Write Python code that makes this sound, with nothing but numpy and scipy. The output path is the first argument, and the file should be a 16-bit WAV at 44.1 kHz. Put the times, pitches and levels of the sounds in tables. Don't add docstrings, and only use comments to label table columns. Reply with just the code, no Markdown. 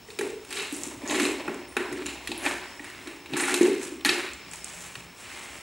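import sys
import numpy as np
from scipy import signal
from scipy.fft import rfft, irfft, next_fast_len
from scipy.io import wavfile
from scipy.ndimage import uniform_filter1d

SR = 44100
rng = np.random.default_rng(int(sys.argv[2]) if len(sys.argv) > 2 else 0)


def unload_audio(sound):
    columns = np.transpose(np.atleast_2d(sound))
    steps = np.round(np.clip(columns, -1, 1) * 32767)
    wavfile.write(sys.argv[1], SR, steps.astype(np.int16))


def magnitude_from_level(level_db):
    exponent = np.asarray(level_db, float) / 20
    return 10 ** exponent


N = 247821


def evened(x):
    return x / np.sqrt(np.mean(x ** 2) + 1e-20)


def peaked(x):
    return x / abs(x).max()


def read(points, hz):
    f, value = np.transpose(points)
    return np.interp(np.log(hz + 1), np.log(f + 1), value)


def add(mix, s, sound):
    part = mix[round(s * SR):][:len(sound)]
    part += sound[:len(part)]


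def bandpass(x, low_hz, high_hz):
    return signal.sosfilt(signal.butter(3, [low_hz, high_hz], "band", fs=SR, output="sos"), x)


def coloured(x, points):
    size = next_fast_len(len(x))
    gain = magnitude_from_level(read(points, np.fft.rfftfreq(size, 1 / SR)))
    return evened(irfft(rfft(x, size) * gain, size)[:len(x)])


def resonate(x, hz, width_hz):
    turn = np.exp(2j * np.pi * np.cumsum(hz * np.ones(len(x))) / SR)
    r = np.exp(-np.pi * width_hz / SR)
    return 2 * (turn * signal.lfilter([1 - r], [1, -r], x / turn)).real


def wobble(s):
    once = uniform_filter1d(rng.standard_normal(N), int(s * SR))
    return evened(uniform_filter1d(once, int(s * SR)))


def grit(per_s, spread_db):
    size = magnitude_from_level(spread_db * np.minimum(rng.exponential(1, N), 3))
    return evened(rng.standard_normal(N) * size * (rng.random(N) < per_s / SR))


# (frequency [Hz], level [dB per Hz])
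WASH = [(12, -41), (20, -15), (59, 2.5), (342, -0.5), (382, 1.5), (549, -6.5), (857, -2), (1580, -8),
        (2540, -5.5), (4810, -13), (5380, -15.5), (6020, -13), (7730, -17.5), (14300, -27), (15500, -20.5)]
# (time [s], level [dB])
ENGINE = [(0.0, -75), (0.48, -75), (0.78, -66), (0.94, -60), (1.4, -63), (1.7, -60.5), (2.2, -56),
          (2.45, -58), (2.7, -65), (2.95, -70), (3.7, -72), (3.96, -62), (4.2, -67), (4.35, -58),
          (4.52, -68), (4.65, -60), (4.9, -67), (5.56, -65)]
# (time [s], level [dB])
HUM = [
    (4.45, -63),
    (4.576, -65),
    (4.764, -57),
    (4.91, -60),
    (5.09, -59),
    (5.182, -75),
    (5.25, -56),
]
WASH_DB = -51
ENGINE_HZ, ENGINE_WAVER_HZ, HUM_HZ = 64.5, 3, 173.4
TRILL_HZ, TRILL_DB = 5350, -61.5
WHINE_HZ, WHINE_DB = 15666, -65


def background():
    t = np.arange(N) / SR
    wash = magnitude_from_level(WASH_DB) * coloured(rng.standard_normal(N), WASH)
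    engine_hz = ENGINE_HZ + ENGINE_WAVER_HZ * wobble(0.06)
    engine_level = magnitude_from_level(np.interp(t, *np.transpose(ENGINE)))
    engine = engine_level * np.sqrt(2) * np.sin(2 * np.pi * np.cumsum(engine_hz) / SR)
    throb_db = 2 * wobble(0.03)
    fuzz = resonate(resonate(rng.standard_normal(N), TRILL_HZ, 260), TRILL_HZ, 260)
    trill = magnitude_from_level(TRILL_DB + throb_db) * evened(fuzz)
    whine = magnitude_from_level(WHINE_DB) * np.sqrt(2) * np.sin(2 * np.pi * WHINE_HZ * t)
    hum_level = magnitude_from_level(np.interp(t, *np.transpose(HUM), -99, -99))
    hum = hum_level * evened(resonate(rng.standard_normal(N), HUM_HZ, 5.4))
    return wash + engine + hum + trill + whine


# (frequency [Hz], t60 [s])
GARAGE = [(200, 0.39), (500, 0.51), (1400, 0.66), (3700, 0.7), (9000, 0.46), (15000, 0.57)]
ECHO_S = 0.043


def garage(x):
    taps, at = np.zeros(SR), np.arange(220, SR - 20, 20)
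    taps[at + rng.integers(0, 20, len(at))] = rng.choice([-1., 1.], len(at))
    s = np.arange(SR) / SR
    taps *= magnitude_from_level(4.2 * np.cos(2 * np.pi * s / ECHO_S) * np.exp(-s / 0.043))
    hz, t, z = signal.stft(taps, SR, nperseg=256)
    decay = magnitude_from_level(-60 * t / read(GARAGE, hz)[:, None])
    tail = signal.istft(z * decay, SR, nperseg=256)[1]
    return signal.fftconvolve(x, tail / np.linalg.norm(tail))[:N]


# (time [s], peak [dB], pitch [Hz])
LOW_THUDS = [(0.964, -46, 114), (1.474, -42, 158), (1.919, -44, 134), (2.057, -54, 75), (2.277, -48, 92),
             (3.326, -35.5, 145), (3.609, -49, 158), (4.09, -46, 133), (4.966, -45, 121), (5.045, -50, 127),
             (5.236, -54, 110), (5.5, -52, 72.5)]


def low_thuds():
    t, out = np.arange(4000) / SR, np.zeros(N)
    for s, db, hz in LOW_THUDS:
        push = np.sin(2 * np.pi * hz * t) * t * magnitude_from_level(-60 * t / 0.068)
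        add(out, s, magnitude_from_level(db) * peaked(push))
    return out


# (time [s], peak [dB], air ring [Hz], room share [dB])
PUMPS = [(0.085, -41, 423, 0), (0.192, -22, 382, -5.5), (0.21, -23, 400, -1.5), (0.271, -34.5, 423.5, -1.5),
         (0.328, -32, 430, -2.5), (0.574, -43.5, 400, 11.5), (0.724, -27, 300, -1.5),
         (1.095, -25, 310, 1.5), (1.129, -21.5, 319, 0.5), (1.199, -29.5, 316, 9.5), (1.256, -28, 387, 4),
         (1.31, -39, 290.5, -9), (1.921, -31.5, 368, 2), (2.467, -25, 292, -10.5),
         (3.073, -31.5, 314, -2.5), (3.397, -28, 314, -2), (3.538, -21, 358, -10), (3.61, -7, 342, -7),
         (3.631, -11.5, 372, -8.5), (3.68, -12.5, 375.3, -3.5), (3.924, -32.5, 320, 2),
         (4.093, -23, 351, 1), (4.206, -39, 376, 0)]
# (time [s], peak [dB], air ring [Hz], room share [dB])
THUMPS = [(0.515, -40, 400, 1.5), (0.867, -32, 300, 0.5), (1.033, -35.5, 288, 6), (1.481, -24.5, 343, -3.5),
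          (1.503, -28.5, 390, -32), (1.559, -29, 368, -25), (1.766, -21.5, 384, -5.5),
          (1.794, -28, 349, -0.5), (2.049, -37, 303, 7.5), (2.291, -29.5, 320, 3), (2.801, -38, 300, -1),
          (3.336, -23.5, 304, -1.5), (4.055, -24, 294, 2)]
PUMP_THUD_DB, THUMP_THUD_DB = -18, -9
THUD_HZ = 245


def booms():
    t, out = np.arange(4000) / SR, np.zeros((2, N))
    rise = 1 - np.exp(-t / 0.0049)
    thud = peaked(np.sin(2 * np.pi * THUD_HZ * t) * rise * magnitude_from_level(-60 * t / 0.07))
    events = [(*row, PUMP_THUD_DB) for row in PUMPS] + [(*row, THUMP_THUD_DB) for row in THUMPS]
    for s, db, hz, wet_db, thud_db in events:
        air = peaked(np.sin(2 * np.pi * hz * t) * rise * magnitude_from_level(-60 * t / 0.04))
        sound = magnitude_from_level(db) * (air + magnitude_from_level(thud_db) * thud)
        add(out[0], s, sound)
        add(out[1], s, magnitude_from_level(wet_db) * sound)
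    return out


def strokes(rows, column, rise_db_per_s, fall_db_per_s):
    t = np.arange(0, N + 64, 64) / SR
    power = 0
    for row in rows:
        rise_db = rise_db_per_s * np.maximum(row[0] - t, 0)
        fall_db = fall_db_per_s * np.maximum(t - row[0] - row[1], 0)
        power = power + magnitude_from_level(2 * (row[column] - rise_db - fall_db))
    return np.interp(np.arange(N) / SR, t, 10 * np.log10(power))


# (frequency [Hz], width [Hz], level [dB])
RINGS = [(590, 45, -4), (850, 50, 33), (1010, 70, 19), (1394, 34, 1.5), (1534, 60, 3), (1770, 50, 2),
         (1864, 24, 0), (2150, 88, 7.5), (2400, 80, 0), (2620, 140, 7), (2770, 20, -4.5), (2965, 61, -32.5),
         (4230, 230, -4)]
REACH_OCTAVES = 0.4


def rings(x, near_hz):
    out = 0
    for hz, width_hz, db in RINGS:
        reach_db = -6.3 * (np.log2(near_hz / hz) / REACH_OCTAVES) ** 2
        out = out + magnitude_from_level(db + reach_db) * resonate(x, hz, width_hz) / np.sqrt(width_hz)
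    return out


# (full force [s], hold [s], wall rasp [dB], jar air rumble [dB], base rattle [dB])
DRAGS = [(0.24, 0.033, -46.5, -41, -48), (0.52, 0.04, -48, -52, -60), (0.58, .03, -43, -57, -64),
         (0.65, 0.025, -45.5, -53, -50.5), (0.8, 0.14, -50.5, -47, -52), (1.04, .03, -51.5, -47, -48),
         (1.1, 0.03, -39.5, -34, -39.5), (1.15, .01, -44, -33, -44), (1.225, .005, -42, -30, -42.5),
         (1.285, 0.018, -39.5, -37, -40.5), (1.38, 0.22, -46.5, -43.5, -46.5), (1.8, 0.07, -49, -53, -43),
         (1.93, 0.093, -46.5, -38.5, -58), (2.1, 0.63, -49, -54.5, -52), (2.47, 0.012, -33, -36, -38.5),
         (2.64, 0.038, -48, -67, -67), (2.85, 0.16, -47, -56, -60), (3.05, 0.14, -53.5, -50, -56.5),
         (3.345, 0.022, -45, -37.5, -58), (3.41, 0.02, -40, -35, -54), (3.45, .02, -37, -38, -60),
         (3.49, 0.017, -35, -32, -62), (3.55, .02, -40, -44, -51), (3.62, 0.048, -43, -30.5, -48),
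         (3.74, 0.19, -48.5, -42.5, -59), (4.125, 0.036, -38.5, -38.5, -43.5), (4.2, 0.057, -39, -46, -55),
         (4.4, 0.19, -48, -60, -57), (4.66, 0.23, -47, -72, -55.5), (4.96, 0.1, -49.5, -57.5, -61),
         (5.24, 0.12, -43.5, -60, -57), (5.35, 0.21, -44, -57.5, -53)]
# (full force [s], hold [s], hiss [dB])
LICKS = [(0.105, .02, -53), (0.258, .02, -49.5), (0.456, .04, -55), (0.553, 0.07, -41),
         (0.734, 0.034, -41.5), (0.834, 0.043, -41.5), (1.1, 0.057, -40), (1.17, .01, -48),
         (1.215, 0.02, -37.5), (1.27, 0.015, -41.5), (1.418, 0.17, -56), (1.797, 0.035, -52),
         (1.94, 0.19, -49.5), (2.262, 0.08, -50), (2.46, 0.04, -40), (2.668, 0.24, -55.5),
         (2.96, 0.21, -57.5), (3.39, 0.036, -41), (3.493, 0.034, -34.5), (3.54, 0.023, -38),
         (3.64, 0.054, -42.5), (3.814, 0.041, -41.5), (4.13, .03, -44), (4.2, 0.044, -48),
         (4.52, 0.045, -48), (4.67, 0.2, -45.5), (4.923, 0.076, -51), (5.199, .06, -49), (5.32, .15, -47.5),
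         (5.53, 0.063, -49)]
# (time [s], ring [Hz])
FLEX = [(0.27, 2260), (0.6, 2620), (1.019, 2190), (1.39, 2460), (1.7, 1940), (1.91, 1930), (2.16, 2420),
        (2.4, 1800), (2.57, 1730), (3.2, 2270), (4.77, 2300), (5.01, 2600), (5.3, 2300)]
# (frequency [Hz], level [dB per Hz])
RASP = [(650, -42), (1100, 0), (1530, 0), (2200, 0), (2300, 1.5), (3280, -5.5), (4070, -7), (4970, -14),
        (6500, -30), (8450, -51), (14300, -120)]
# (frequency [Hz], level [dB per Hz])
HISS = [(2820, -5), (4800, -9), (5640, -5), (7840, 1), (9040, -3), (11500, -9.5), (14800, -27),
        (15500, -40)]
DRAG_RISE_DB_PER_S, DRAG_FALL_DB_PER_S = 214, 102
LICK_RISE_DB_PER_S, LICK_FALL_DB_PER_S = 222, 137
RUB_RING_DB = -10


def rubbing():
    rasp_db, air_db, base_db = (strokes(DRAGS, k, DRAG_RISE_DB_PER_S, DRAG_FALL_DB_PER_S)
                                for k in range(2, 5))
    hiss_db = strokes(LICKS, 2, LICK_RISE_DB_PER_S, LICK_FALL_DB_PER_S)
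    force = np.clip((air_db + 62) / 22, 0.1, 1)
    grains = grit(4000, 0.99) + 0.78 * force * grit(400, 0.87)
    grains = grains * magnitude_from_level(2.0 * force * wobble(0.017))

    flex_hz = np.interp(np.arange(N) / SR, *np.transpose(FLEX))
    rasp = coloured(grains, RASP)
    rasp = rasp + magnitude_from_level(-18) * evened(resonate(grains, flex_hz, 580))
    rasp = rasp + magnitude_from_level(RUB_RING_DB) * evened(rings(grains, flex_hz))

    base = resonate(resonate(grains, 566, 180), 685, 260)
    base = base + magnitude_from_level(6.5) * resonate(resonate(grains, 664, 300), 1010, 290)
    base_ring = resonate(grains, 587, 40) + resonate(grains, 815, 56)
    base = evened(base) + magnitude_from_level(-14) * evened(base_ring)

    flicker_db = 3 * force * wobble(0.005)
    hiss = coloured(grit(5000, 0.32), HISS) * magnitude_from_level(hiss_db + flicker_db)

    slips = grit(1500, 1.7)
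    air = resonate(resonate(slips, 304, 62), 253, 182)
    air = air + magnitude_from_level(6.0) * resonate(resonate(slips, 335.3, 25.0), 367.3, 32)
    return evened(rasp) * magnitude_from_level(rasp_db) + hiss + evened(air) * magnitude_from_level(air_db) + evened(base) * magnitude_from_level(base_db)


# (frequency [Hz], width [Hz], level [dB])
WALL = [(1065, 840, -11), (1910, 910, -9), (2550, 220, -7.5), (3950, 750, -3.5)]
KNOCK_RING_DB = -8
HARDNESS = 0.13


def knock(contact, scuff, force_db, hz, tick_db, base_db):
    wall = sum(magnitude_from_level(db) * resonate(contact, f, width_hz) for f, width_hz, db in WALL)
    wall = wall + magnitude_from_level(-4.5) * resonate(contact, hz, 210)
    edge_hz = 1.474 * hz * magnitude_from_level(HARDNESS * np.clip(force_db + 33, 0, 25))
    wall = bandpass(wall, 700, edge_hz)
    base = resonate(resonate(contact, 868, 255), 974, 630)
    tick = resonate(resonate(scuff, 6650, 2600), 9600, 3200)
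    out = peaked(wall) + magnitude_from_level(KNOCK_RING_DB) * peaked(rings(contact, hz))
    return out + magnitude_from_level(base_db) * peaked(base) + magnitude_from_level(tick_db) * peaked(tick)


# (delay [s], level [dB])
FLOOR_BOUNCES = [(.0016, -8), (.0036, -7), (.0062, -13.5)]


def bounced(x):
    out = x.copy()
    for s, db in FLOOR_BOUNCES:
        add(out, s, magnitude_from_level(db) * x)
    return out


# (time [s], peak [dB], ring [Hz], room share [dB], tick relative [dB])
BITES = [(0.1035, -30.5, 3570, -7, -11), (0.1887, -20, 2300, -5.5, -3), (0.449, -33, 2780, -12, 0),
         (0.5067, -25.5, 2530, -0.5, -3.5), (0.5264, -19, 2850, -9.5, -4), (0.572, -24.5, 3770, -5, -12),
         (0.5906, -25, 2650, -1, -15), (0.597, -25, 3900, -2, -12), (0.616, -29, 2630, -8, -15),
         (0.648, -31, 2650, -3, -15), (1.0192, -37, 2150, -9, -9), (1.145, -20.5, 2100, 2, -15),
         (1.1548, -22, 2060, 2, -3), (1.1598, -28, 3800, -20, 1), (1.199, -13, 2100, -4, -9),
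         (1.22, -34, 2030, -1, -1), (1.2527, -13.5, 2500, -11, -11), (1.289, -35, 2440, -8, -12),
         (1.9264, -25.5, 1860, -27, -1), (1.974, -30.5, 2300, -5, -15), (2.0595, -23, 2800, 0, -6),
         (2.2736, -20, 3300, -5.5, -6), (2.4474, -27.5, 1740, 9, -3.5), (2.8428, -29.5, 2100, -1, -5.5),
         (2.8994, -32, 1920, -6, -5), (3.073, -25.5, 2410, -6, -7), (3.292, -44, 2430, 4.5, -9),
         (3.3977, -21, 1990, 1, -10), (3.4383, -20, 2400, -1, -16), (3.4947, -19, 1610, -11, -12),
         (3.5412, -9.5, 2680, -10, 0), (4.0491, -6.5, 2330, -8.5, -9), (4.0586, -10, 1820, -2.5, -3.5),
         (4.0917, -7, 3200, -9.5, -21), (4.1021, -23, 2200, -3, -2), (4.111, -26, 2300, -9, -14)]
# (time [s], peak [dB], ring [Hz], room share [dB])
NUDGES = [(0.086, -39, 2100, -10), (0.564, -26, 2550, 5), (1.0504, -36.5, 1920, 6.5),
          (1.14, -41, 2130, -11), (1.723, -37, 2060, -5), (1.7673, -13.5, 1600, -4.5),
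          (2.0837, -27.5, 2640, -13), (3.0626, -35.5, 1960, 2.5), (3.3605, -25.5, 1960, 5.5),
          (4.0093, -32.5, 2560, -30), (4.954, -26, 2500, -19)]
# (time [s], peak [dB], ring [Hz], room share [dB], grit tick relative [dB])
LANDINGS = [(0.2099, -20, 1600, -13, -1), (1.0965, -22.5, 2550, -5, -23), (1.11, -16, 2150, -9, -12),
            (1.12, -21, 2040, -15, -14), (1.3094, -28, 2340, -18, -11), (1.479, -21.5, 1330, -8, -17),
            (2.3166, -18, 3200, -8.5, -10), (2.4199, -41, 2440, -10, -16), (2.462, -13.5, 1700, -20, -20),
            (2.4665, -18, 1720, -11, -14), (2.472, -30, 1800, -17, -18), (2.795, -28.5, 1900, -7.5, -33),
            (3.259, -32, 2550, -3.5, -11), (3.3353, -21, 2550, -4, -12), (3.3674, -19, 1520, -1, 7),
            (3.4808, -17.5, 1500, -3, -12), (3.613, -18.5, 2060, -0.5, -3), (4.534, -27, 2350, -9, 6)]
BITE_TICK_DB, BITE_BASE_DB = 3, -20.5
NUDGE_TICK_DB, NUDGE_BASE_DB = -11.5, -44
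LANDING_BASE_DB = -8.5


def contacts():
    bites = [(s, db, hz, BITE_TICK_DB + tick_db, BITE_BASE_DB, wet_db)
             for s, db, hz, wet_db, tick_db in BITES]
    nudges = [(s, db, hz, NUDGE_TICK_DB, NUDGE_BASE_DB, wet_db) for s, db, hz, wet_db in NUDGES]
    landings = [(s, db, hz, tick_db, LANDING_BASE_DB, wet_db)
                for s, db, hz, wet_db, tick_db in LANDINGS]
    return sorted(bites + nudges + landings)


# (time [s], peak [dB], pitch [Hz], room share [dB])
CLICKS = [(0.62, -33, 8300, -16), (0.7252, -24, 9200, -17), (0.734, -33, 11500, -11),
          (0.747, -34, 8820, -1), (0.765, -24.5, 9050, -9.5), (0.834, -19, 6900, -14),
          (0.873, -27, 8100, -26), (1.0756, -24, 6460, -0.5), (1.112, -24, 6950, -10),
          (1.1215, -34, 7140, -15), (1.2315, -24, 7640, -3), (1.543, -33, 7800, -14),
          (1.683, -39.5, 9400, 1), (1.935, -39, 9300, -18), (2.0644, -22.5, 7300, -12.5),
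          (2.3775, -27, 10100, -6), (3.4082, -18, 9000, -2), (3.631, -17.5, 6600, -25),
          (3.8428, -42, 7560, -13), (3.967, -42, 7740, -15), (4.048, -20, 12800, -32),
          (4.0593, -22, 13200, -25), (4.315, -40, 7800, -18), (4.334, -29, 7500, -10),
          (4.5131, -28, 7930, -13), (4.558, -28, 7500, -15), (4.6441, -21, 7900, -17),
          (4.8062, -35.5, 7800, -2)]


def knocks():
    t, out = np.arange(2400) / SR, np.zeros((2, N))
    blow = 1. * (t == 0)
    dying = magnitude_from_level(-60 * t / 0.018)
    soft = t * magnitude_from_level(-60 * t / 0.005)
    for s, db, *colour, wet_db in contacts():
        chance = rng.standard_normal(len(t))
        direct = knock(blow + 0.52 * chance * dying, chance * soft, db, *colour)
        add(out[0], s, magnitude_from_level(db) * peaked(bounced(direct)))
        add(out[1], s, magnitude_from_level(db + wet_db) * knock(blow, blow, db, *colour))
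    for s, db, hz, wet_db in CLICKS:
        chance = rng.standard_normal(len(t))
        click = magnitude_from_level(db) * peaked(resonate(resonate(chance * soft, hz, 1150), hz, 5300))
        add(out[0], s, click)
        add(out[1], s, magnitude_from_level(wet_db) * click)
    return out


def scene():
    hit, boom, rub = knocks(), booms(), rubbing()
    wet = garage(magnitude_from_level(8.0) * hit[1] + magnitude_from_level(3.0) * boom[1] + magnitude_from_level(-10.5) * rub)
    jar = bandpass(hit[0] + boom[0] + rub + wet, 175, 12500)
    return np.tile(jar + low_thuds() + background(), (2, 1))


STARVE_DB, DEAF_DB = -36.5, -27


def starved(x):
    treble = signal.sosfilt(signal.butter(2, 1500, "high", fs=SR, output="sos"), x[0])
    power = abs(uniform_filter1d(treble ** 2, size=1400, origin=699))
    level_db = 10 * np.log10(power + 1e-12)
    out = x
    for limit_db, edges_hz in ((STARVE_DB, [14250, 15480]), (DEAF_DB, [15480, 16200])):
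        shut = uniform_filter1d(1. * (level_db > limit_db), size=300)
        band = signal.firwin(601, edges_hz, pass_zero=False, window=("kaiser", 6), fs=SR)
        out = out - shut * signal.oaconvolve(x, band[None], "same")
    return out


# (frequency [Hz], level [dB])
SIDE = [(3800, -95), (4600, 2.5), (6000, -8.5), (7500, -18.5), (9000, -12), (10500, -5), (13000, -3.5),
        (15500, -5)]
# (frequency [Hz], share [0-1])
MERGED = [(4500, 0.92), (6000, 0.4), (7800, 0.21), (10000, .15), (13000, 0.3), (15000, 0.6)]


def widened(dry):
    hz, t, z = signal.stft(dry[0], SR, nperseg=256)
    scramble = np.exp(2j * np.pi * rng.random(z.shape[::-1]).T)
    z = z * magnitude_from_level(read(SIDE, hz))[:, None] * scramble
    patches = rng.random((len(t) // 24 + 1, len(hz) // 6 + 1)).repeat(24, 0).repeat(6, 1)
    z = z * (patches[:len(t), :len(hz)].T > read(MERGED, hz)[:, None])
    side = np.sqrt(2) * signal.istft(z, SR, nperseg=256)[1][:N]
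    return dry + side * np.array([[1], [-1]])


def low_pass(x):
    return signal.sosfilt(signal.butter(12, 16780, fs=SR, output="sos"), x)


def record(dry):
    edge = signal.firwin(401, 15900, window=("kaiser", 9), fs=SR)
    limited = signal.oaconvolve(widened(dry), edge[None], "same")
    mix = starved(limited)
    return low_pass(mix)


dry = scene()
out = record(dry)
unload_audio(out)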